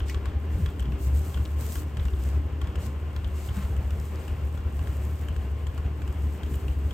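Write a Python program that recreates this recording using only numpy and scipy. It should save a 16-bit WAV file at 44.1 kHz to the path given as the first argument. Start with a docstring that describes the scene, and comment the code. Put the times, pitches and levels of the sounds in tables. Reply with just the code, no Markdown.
"""A farmyard, a phone microphone a few metres from a parked tracked carrier that idles lumpily.
From the start the engine races, stumbles and slows; each hard firing knocks, then booms out of the pipe.
Almost at once a steel hook clinks and a hay bale is picked up; it rustles, stalks snap and boots thump.
About three and a half seconds in, the bale bumps the steel hull and scrapes as it is shoved over
the side. The hay stirs on to the end over the hunting engine."""
import sys
import numpy as np
from scipy import signal
from scipy.fft import rfft, irfft
from scipy.io import wavfile
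from scipy.ndimage import uniform_filter1d

SR = 44100
rng = np.random.default_rng(int(sys.argv[2]) if len(sys.argv) > 2 else 0)


def output_pcm(signal):
    """Save a mono or channel-first signal as 16-bit PCM at the path in sys.argv[1].

    Samples are clipped to [-1, 1] before scaling.
    """
    pcm = np.clip(np.atleast_2d(signal).T, -1, 1) * 32767
    wavfile.write(sys.argv[1], SR, np.round(pcm).astype(np.int16))


N = 305613
T = np.arange(N) / SR
FREQS = np.fft.rfftfreq(N, 1 / SR)
TAP_AGE = T[:8192]
TAP_FREQS = np.fft.rfftfreq(len(TAP_AGE), 1 / SR)

# The hunting idle. Each row: time in seconds, nominal firings a second, relative exhaust level in dB.
HUNTING_IDLE = [(0, 37, -36), (0.3, 32.84, -30.5), (0.45, 37.69, -32.5), (0.76, 35.55, -33.5),
                (0.88, 33.3, -28.5), (1.0, 31.9, -32.5), (1.12, 34.77, -26.5), (1.29, 39.06, -35),
                (1.4, 34.28, -38), (1.57, 36.57, -30), (1.72, 38.2, -33), (1.95, 37.2, -36),
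                (2.07, 35.95, -28.5), (2.18, 32.2, -34), (2.36, 35.74, -26.5), (2.55, 38.06, -34.5),
                (2.87, 35.8, -31.5), (3.1, 38.3, -34.5), (3.38, 37.2, -33), (3.55, 37.6, -33.5),
                (3.95, 36.93, -30), (4.22, 39.2, -37.5), (4.42, 36.75, -29), (4.55, 38.27, -36),
                (4.95, 35.22, -28.5), (5.17, 38.95, -33.5), (5.4, 36.1, -30), (5.52, 37, -30.5),
                (5.63, 40.1, -33.5), (5.85, 36.1, -30.5), (6.0, 38.17, -36.5), (6.24, 36.74, -29.5),
                (6.38, 38.56, -35), (6.55, 35, -29.5), (6.93, 36, -32)]
# Hard firings, each a stumble of the engine. Each row: time in seconds, relative knock and ring levels
# in dB, ring pitch in Hz, relative crack level in dB.
HARD_FIRINGS = [(0.145, -37, -41, 3180, -59), (0.2563, -35.5, -46, 3300, -52),
                (0.66, -36.5, -40, 3270, -47), (0.795, -42, -40, 3000, -45),
                (0.9208, -44.5, -45.5, 2890, -61), (1.3435, -43, -39.5, 3170, -50),
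                (1.7558, -36.5, -44.5, 3160, -57), (1.97, -40.5, -44, 2860, -47),
                (2.0533, -39, -49, 2790, -49), (2.615, -37, -44, 3230, -45), (2.671, -42, -48, 3280, -52),
                (2.7564, -41, -42, 2950, -46.5), (3.163, -38.5, -47.5, 3230, -63),
                (3.245, -44, -42.5, 3250, -59), (3.488, -55, -42, 3180, -57), (3.6263, -43, -51, 2840, -61),
                (3.765, -52, -46, 2730, -49.5), (3.906, -42.5, -49, 2800, -57),
                (4.2796, -42, -45, 2800, -50), (4.575, -43.5, -52, 3350, -54), (4.792, -45, -49, 3000, -55),
                (4.872, -41, -52, 3220, -61), (5.2849, -42, -42, 2900, -47), (5.363, -42, -47, 2800, -51),
                (5.6682, -43, -45, 3290, -47), (5.7779, -40.5, -52, 2820, -49),
                (6.019, -44, -47.5, 2580, -50), (6.0767, -44.5, -48, 2850, -49),
                (6.433, -42, -44, 3120, -50), (6.5404, -44, -46.5, 2880, -48),
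                (6.6816, -46, -40.5, 2870, -49), (6.9082, -47, -41.5, 3190, -50)]


def undb(db):
    """Decibels to gain."""
    return 10 ** (np.asarray(db) / 20)


def unit(x):
    """Scale to rms 1."""
    return x / np.sqrt(np.mean(x ** 2))


def curve(rows):
    """Points in time joined into a value at every sample."""
    return np.interp(T, *np.transpose(rows))


def spectrum(rows):
    """Points joined on a log-frequency axis."""
    hz, value = np.transpose(rows)
    return np.interp(np.log(FREQS + 1), np.log(hz), value)


def band(hz, width_hz, freqs=FREQS):
    """Response of one resonance, gain 1 at its centre."""
    return 1j * freqs * width_hz / (hz ** 2 - freqs ** 2 + 1j * freqs * width_hz)


def modes(rows, freqs=FREQS):
    """Response of a body with several resonances."""
    return sum(undb(db) * band(hz, width, freqs) for hz, width, db in rows)


def shape(x, response):
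    """Filter by a frequency response."""
    return irfft(rfft(x) * response, N)


def noise():
    """White noise."""
    return rng.standard_normal(N)


def walk(rate, spread=2.9):
    """A random wander about zero that turns `rate` times a second."""
    knots = rng.standard_normal(2048)
    return spread * np.interp(T * rate, np.arange(len(knots)), knots)


def swell(delay_s, spread_s):
    """A smooth hump at the same delay from every hard firing."""
    marks = np.zeros(N + SR)
    marks[[int((row[0] + delay_s) * SR) for row in HARD_FIRINGS]] = 1
    lag = np.arange(-(SR // 2), SR // 2 + 1) / SR
    return signal.fftconvolve(marks, np.exp(-.5 * (lag / spread_s) ** 2), "same")[:N]


def bursts(times, sizes, decay_s):
    """Envelope of sudden starts that die away."""
    out = np.zeros(N)
    for s, size in zip(times, sizes):
        start = int(s * SR)
        age = T[:min(N - start, int(10 * decay_s * SR))]
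        out[start:start + len(age)] += size * np.exp(-age / decay_s)
    return out


def strokes(rows, attack_s=0.053, release_s=0.03):
    """Envelope of rubbing movements: each rises towards its level and dies away after its length."""
    out = np.zeros(N)
    for s, length, db in rows:
        start = int(s * SR)
        age = T[:min(SR, N - start)]
        rise = np.minimum(age / attack_s, 1)
        fall = np.exp(-np.maximum(age - length, 0) / release_s)
        out[start:start + len(age)] += undb(db) * rise * fall
    return out


def tap(s, db, decay_s, response, rise_s):
    """One short, rough contact, coloured by what it strikes."""
    force = np.exp(-abs(TAP_AGE - rise_s) / decay_s) * np.minimum(TAP_AGE / rise_s, 1)
    sound = irfft(rfft(force * rng.standard_normal(len(force))) * response)
    out, start = np.zeros(N + SR), max(0, int(s * SR))
    out[start:start + len(force)] = undb(db) * unit(sound) * np.sqrt(np.mean(force ** 2))
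    return out[:N]


def ring(rows, at_s, rise_s):
    """A struck body: every mode starts at the blow and dies away."""
    age = np.maximum(T - at_s, 0)
    ringing = sum(undb(db - 60 * age / t60) * np.sin(2 * np.pi * hz * age) for hz, t60, db in rows)
    return -np.expm1(-age / rise_s) * ringing


def crank():
    """Firings counted since the start, nudged so that every hard firing falls on a beat."""
    count = np.cumsum(curve(np.array(HUNTING_IDLE)[:, :2])) / SR
    times = np.array(HARD_FIRINGS)[:, 0]
    at_hard = np.interp(times, T, count)
    beats = np.cumsum(np.maximum(1, np.round(np.diff(at_hard, prepend=0))))
    return count + np.interp(T, times, beats - at_hard)


def overtones(beat, drift, drift_rate):
    """The 7th to 12th multiples of the firing rate, each drifting in phase."""
    return sum(np.cos(2 * np.pi * order * beat + drift * walk(drift_rate)) for order in range(7, 13))


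def exhaust(beat, gas_db=-26, trim_db=-2, wobble=.22, roughness=.34):
    """The pipe favours twice the firing rate; its note falters at each stumble and gas puffs each beat."""
    # The pipe's tone. Each row: multiple of the firing rate, relative level in dB.
    harmonics = [(1, -20), (2, 7), (3, -11.5), (4, -14), (5, -34), (6, -22.5), (7, -31.5), (8, -28.5),
                 (9, -37), (10, -28.5), (11, -43.5), (12, -30.5), (14, -37)]
    # In a stumble the note falters, drops out again, kicks, then sags slightly.
    # Each row: delay from the knock in seconds, spread in seconds, level change in dB.
    stumble = [(-.006, 0.0033, -9.5), (0.056, 0.027, -6.5), (0.092, 0.0064, 5), (.16, 0.073, -1)]
    # Lone firings that drop out or kick. Each row: time in seconds, level change in dB.
    lurches = [(.59, -8), (.835, 4), (0.989, -9), (1.262, -8), (1.325, -9), (1.41, 21), (1.464, -6),
               (1.735, -11), (1.84, -5), (2.27, 6), (2.42, -9), (2.498, -19), (3.122, -6), (4.24, -7),
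               (4.326, 10.5), (4.365, -9), (4.47, 2), (4.665, 4), (4.704, -11), (5.19, -11), (5.98, -2.5),
               (6.402, -9), (6.535, 7), (6.76, -2)]
    stumble_db = sum(db * swell(delay, spread) for delay, spread, db in stumble)
    lurch_db = sum(db * np.exp(-.5 * ((T - s) / .015) ** 2) for s, db in lurches)
    flow = undb(curve(np.array(HUNTING_IDLE)[:, ::2]) + trim_db)
    strength = undb(stumble_db + lurch_db + walk(36))
    # no two firings push the crank equally hard
    unrest = np.clip(swell(delay_s=.04, spread_s=.06), .35, 1)
    jolt = wobble * unrest * walk(36)
    tone = 0
    for order, db in harmonics:
        # away from the pipe's resonance every firing differs, most of all in a stumble
        scatter = 0 if order == 2 else roughness * unrest
        size = undb(db) * (1 + scatter * walk(22))
        tone = tone + size * np.cos(2 * np.pi * order * beat + jolt + scatter * walk(14))
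    puffs = 1 + 0.075 * np.cos(2 * np.pi * (beat - .8))
    gas = puffs * unit(shape(noise(), band(hz=204, width_hz=450) ** 2))
    return flow * (np.sqrt(2) * strength * tone + undb(gas_db) * gas)


def growl(beat, breath_db=-7, lumpiness=1.1, puff_depth=.7):
    """Uneven firings drive the silencer's throat: overtones glide through it and gas puffs each beat."""
    # The throat's resonances. Each row: centre in Hz, width in Hz, relative gain in dB.
    throat_modes = [(302.3, 42, 2.5), (383, 40, -2.5)]
    # The growl's course. Each row: time in seconds, level in dB.
    levels = [(0, -47), (1.3, -49.5), (2.4, -49), (3.0, -49.5), (3.4, -60.5), (6.93, -49.5)]
    drive = overtones(beat, drift=.6, drift_rate=12)
    gas = noise() * (1 + puff_depth * np.cos(2 * np.pi * beat))
    throat = modes(throat_modes)
    voice = unit(shape(drive, throat)) + undb(breath_db) * unit(shape(gas, throat ** 2))
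    return undb(curve(levels)) * unit(voice * undb(lumpiness * walk(30)))


def machinery(beat, whirr_db=-39.5, throb=0.025, flicker=0.56, cover_db=-53, shake_db=-7):
    """Fan and valve gear whirr in step with the crank; the cover hums as overtones glide through it."""
    # The colour of fan and valve gear. Each row: frequency in Hz, relative density in dB.
    whirr_colour = [(30, -11), (50, 3), (110, 9), (145, 1), (220, 0), (300, -7), (345, -11), (450, -6.5),
                    (700, -12.5), (1300, -17.5), (2100, -21), (3100, -24), (3900, -34.5), (5500, -40.5),
                    (15000, -45)]
    # The engine cover's resonances. Each row: centre in Hz, width in Hz, relative gain in dB.
    cover_modes = [(306.6, 19, -3.5), (371, 19.4, 0), (803, 10, -6.5), (1042, 40, -7), (2766, 26, -13.5)]
    pulse = (1 + throb * np.cos(2 * np.pi * beat)) * undb(flicker * walk(22))
    whirr = unit(shape(noise() * pulse, undb(spectrum(whirr_colour))))
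    shaking = overtones(beat, drift=.5, drift_rate=10)
    cover = modes(cover_modes)
    hum = unit(shape(noise(), cover)) + undb(shake_db) * unit(shape(shaking, cover))
    return undb(whirr_db) * whirr + undb(cover_db) * hum


def knocks(ring_trim_db=-0.5, ring_width_hz=500, rap_s=.0032, tail_s=0.057):
    """Each knock raps the engine block and rings briefly at its own pitch."""
    # The block's resonances. Each row: centre in Hz, width in Hz, relative gain in dB.
    block_modes = [(1114, 77, 13.5), (1410, 130, 7.5), (1630, 160, 5), (2260, 850, -10.5), (3650, 300, -23)]
    # Further engine knocks, without the bright crack.
    # Each row: time in seconds, relative knock and ring levels in dB, ring pitch in Hz.
    further_knocks = [(0.003, -38.5, -39, 3200), (0.823, -46, -46, 3230), (0.855, -44, -49, 2840),
                      (1.374, -39.5, -45, 2820), (1.996, -47, -45.5, 3370), (2.083, -42, -45, 2860),
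                      (2.134, -49, -49, 3330)]
    # The rap, the next firing's softer rap and the hull's short tail.
    # Each row: delay in seconds, relative level in dB, decay in seconds.
    contacts = [(-.0015, 0, rap_s), (.027, -12, rap_s), (0, -17, tail_s)]
    block, out = modes(block_modes, TAP_FREQS), np.zeros(N)
    for s, knock_db, ring_db, hz in [row[:4] for row in HARD_FIRINGS] + further_knocks:
        ringing = band(hz, ring_width_hz, TAP_FREQS) ** 2
        for db, response in (knock_db, block), (ring_db + ring_trim_db, ringing):
            for delay_s, share_db, decay_s in contacts:
                out += tap(s + delay_s, db + share_db, decay_s, response, rise_s=.002)
    return out


def booms(delay_s=0.02604, boom_db=-22, boom_hz=68, spread_s=.0075):
    """The exhaust valve opens just after a hard firing and lets out one heavy swing of pressure."""
    # Further exhaust booms. 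Each row: time in seconds, level in dB, pitch in Hz.
    further_booms = [(0.026, -18, 63), (0.3668, -20, 72), (0.5556, -16, 71), (0.643, -17.5, 83),
                     (0.88, -35, 67.4), (2.0195, -19.5, 70.5), (2.139, -20, 60.6)]
    out = np.zeros(N)
    for s, db, hz in [(row[0] + delay_s, boom_db, boom_hz) for row in HARD_FIRINGS] + further_booms:
        near = abs(T - s) < 5 * spread_s
        age = T[near] - s
        out[near] += undb(db) * np.sin(2 * np.pi * hz * age) * np.exp(-.5 * (age / spread_s) ** 2)
    return out


def hay(trim_db=2, grain_db=4, unevenness=.65, crackle_db=-5, stalks_per_s=550, split_hz=7800):
    """Countless stalks rub into a hiss that swells with each heave; single ones crackle through it."""
    # The colour of hay. Each row: frequency in Hz, relative density in dB.
    straw_colour = [(500, -10), (2000, -2), (4000, -2), (5600, -2.5), (8000, 4.5), (10000, 5.5),
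                    (12000, 1.5), (14000, 0.5), (16000, 0)]
    # Heaves of the bale. Each row: start and length in seconds, relative level in dB, treble tilt in dB.
    heaves = [(0.05, 0.044, -48, -13), (0.486, 0.17, -56.5, -1), (0.973, 0.096, -49, 3),
              (1.104, 0.26, -53, 0), (1.557, 0.24, -47, 0.5), (1.983, 0.23, -60.5, 1),
              (2.182, 0.16, -57, -5), (2.776, 0.091, -51.5, -7), (3.327, 0.14, -53.5, -6),
              (3.506, 0.13, -56, 1), (3.942, 0.34, -61, -3), (4.718, 0.51, -59.5, 1), (6.442, 0.17, -56, 2)]
    # Hay stirring between the heaves. Each row: time in seconds, relative level in dB.
    stirring = [(0, -69), (.9, -65.5), (1.45, -57), (1.95, -64), (2.6, -68), (3.1, -66.5), (3.7, -60),
                (4.5, -63.5), (5.5, -64), (5.88, -67), (6.3, -60.5), (6.93, -61)]
    rub = noise() * undb(grain_db * noise())
    stalks = (rng.random(N) < stalks_per_s / SR) * noise()
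    stalks *= undb(4 * np.minimum(rng.exponential(size=N), 4))  # a few stand out, by up to 16 dB
    friction = unit(rub) + undb(crackle_db) * unit(stalks)
    hiss = unit(shape(friction, undb(spectrum(straw_colour))))
    rasp = shape(hiss, 1 / (1 + (FREQS / split_hz) ** 4))
    out = 0
    for part, lean in (rasp, -.5), (hiss - rasp, .5):
        effort = strokes([(s, length, db + lean * tilt_db) for s, length, db, tilt_db in heaves])
        out = out + part * np.hypot(effort, undb(curve(stirring)))
    return out * undb(trim_db + unevenness * walk(29))


def hook(at_s=0.0962, drag_s=.032, clink_gain_db=2.5):
    """The steel hook drags with a swelling scrape and clinks once as the bale is picked up."""
    # The hook's modes. Each row: pitch in Hz, seconds to fall 60 dB, relative level in dB.
    hook_modes = [(1900, 0.018, -44), (1980, 0.047, -38), (2220, 0.11, -43.5), (2460, 0.042, -41),
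                  (2920, 0.026, -40), (5090, 0.027, -39.5), (5730, .05, -53), (6160, 0.054, -56),
                  (6960, .07, -56)]
    scrape = unit(shape(noise(), band(hz=2300, width_hz=2200) ** 2))
    drag = strokes([(at_s - drag_s, drag_s, -47.5)]) * scrape
    return drag + undb(clink_gain_db) * ring(hook_modes, at_s, rise_s=.0004)


def snaps(trim_db=-2, breadth=.95):
    """Dry stalks break with a short bright tick; the first tick is the steel hook snapping against the bale."""
    # Short ticks: first the hook's snap as it bites the bale, then breaking stalks. Each row: start in seconds,
    # relative level in dB, pitch in Hz, decay in seconds.
    ticks = [(0.097, -36, 8800, 0.0028), (0.4013, -45, 13000, 0.00055), (0.736, -48, 12770, .001),
             (.805, -39.5, 7300, 0.0017), (1.453, -37, 3140, 0.0013), (1.458, -34, 3040, 0.001),
             (1.883, -53, 5500, .001), (3.277, -47, 10100, 0.0023), (3.999, -42, 7500, 0.0024),
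             (4.157, -44, 5940, 0.0024), (6.555, -39, 12000, 0.0023)]
    return sum(tap(s, db + trim_db, decay_s, band(hz, breadth * hz, TAP_FREQS) ** 2, rise_s=.0002)
               for s, db, hz, decay_s in ticks)


def cracks():
    """The crisp metallic edge of each hard firing's knock."""
    times, *_, db = np.transpose(HARD_FIRINGS)
    force = uniform_filter1d(bursts(times, undb(db), decay_s=.0045), size=200)
    return force * unit(shape(noise(), band(hz=8200, width_hz=5500) ** 2))


def thumps(breadth=0.53):
    """Boots and bale land softly and heavily, each a dull burst of low noise."""
    # The landings. Each row: time in seconds, relative level in dB, decay in seconds, pitch in Hz.
    landings = [(0.574, -27.5, 0.054, 138), (.86, -28, 0.084, 110), (1.08, -25, 0.034, 111),
                (1.383, -28, 0.022, 131), (2.33, -32, 0.03, 130.4)]
    out = np.zeros(N)
    for s, db, decay_s, hz in landings:
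        push = uniform_filter1d(bursts([s], [undb(db)], decay_s), size=1600)
        out += push * unit(shape(noise(), band(hz, breadth * hz) ** 2))
    return out


def scrapes():
    """The bale catches on the hull as it slides."""
    # The slides. Each row: start in seconds, length in seconds, level in dB.
    slides = [(3.45, 0.11, -52.5), (3.525, 0.11, -48), (4.05, 0.33, -58.5)]
    friction = noise() * undb(walk(140))
    return strokes(slides) * unit(shape(friction, band(hz=1050, width_hz=2000) ** 2))


def bumps():
    """The bale lands against the steel side and the hull booms."""
    # The hull's modes. Each row: pitch in Hz, seconds to fall 60 dB, relative level in dB.
    hull_modes = [(72, 0.15, -25), (136, 0.17, -41), (195.4, 0.19, -26), (260, .1, -39)]
    # The bale's blows. Each row: time in seconds, gain in dB.
    blows = [(3.566, 2.5), (3.643, -16)]
    return sum(undb(db) * ring(hull_modes, s, rise_s=0.004) for s, db in blows)


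def microphone_ports(direct, wide):
    """Two ports hear the direct sound out of step; a second signal, opposite in each, widens it."""
    # Phase between the ports. Each row: frequency in Hz, the left's lead in radians.
    phase = [(0, 0), (1000, -.6), (2000, -.6), (3300, 1.1), (5500, .2), (7400, -.1), (8600, -1.4),
             (9500, -3), (10800, -3.3), (12600, -6.2), (14300, -6.4), (16000, -9)]
    # Balance between the ports. Each row: frequency in Hz, left minus right in dB.
    balance = [(60, 1.2), (300, 1), (800, -.3), (2000, 1.5), (4000, 3), (8000, .2), (15000, 0)]
    # Stereo width, with a narrow gap near 10 kHz. Each row: frequency in Hz, gain in dB.
    stereo_width = [(60, -8.5), (150, -18), (300, -12), (700, -6.5), (1400, -5.5), (2600, -10),
                    (5000, -1.5), (7000, -6.5), (10000, -78), (14000, -9)]
    sides = np.array([[1], [-1]])
    lead = np.exp(.5j * sides * np.interp(FREQS, *np.transpose(phase)))
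    pair = direct + sides * shape(wide, undb(spectrum(stereo_width)))
    return shape(pair, lead * undb(sides * spectrum(balance) / 2))


def scene():
    """The idling engine and the bale in the open yard, a few metres off."""
    beat = crank()
    engine = exhaust(beat) + growl(beat) + booms() + knocks() + cracks() + machinery(beat)
    bale = hay() + snaps() + hook() + scrapes() + bumps() + thumps()
    wide = machinery(beat) + knocks() + cracks() + hay()
    return microphone_ports(engine + bale, wide)


def record(dry, bass_hz=31, top_hz=15800):
    """The phone sheds the deepest bass and cuts the top."""
    low_cut = signal.butter(3, bass_hz, "highpass", fs=SR, output="sos")
    high_cut = signal.ellip(10, .1, 80, top_hz, fs=SR, output="sos")
    return signal.sosfilt(high_cut, signal.sosfiltfilt(low_cut, dry, padtype="even"))


dry = scene()
out = record(dry)
output_pcm(out)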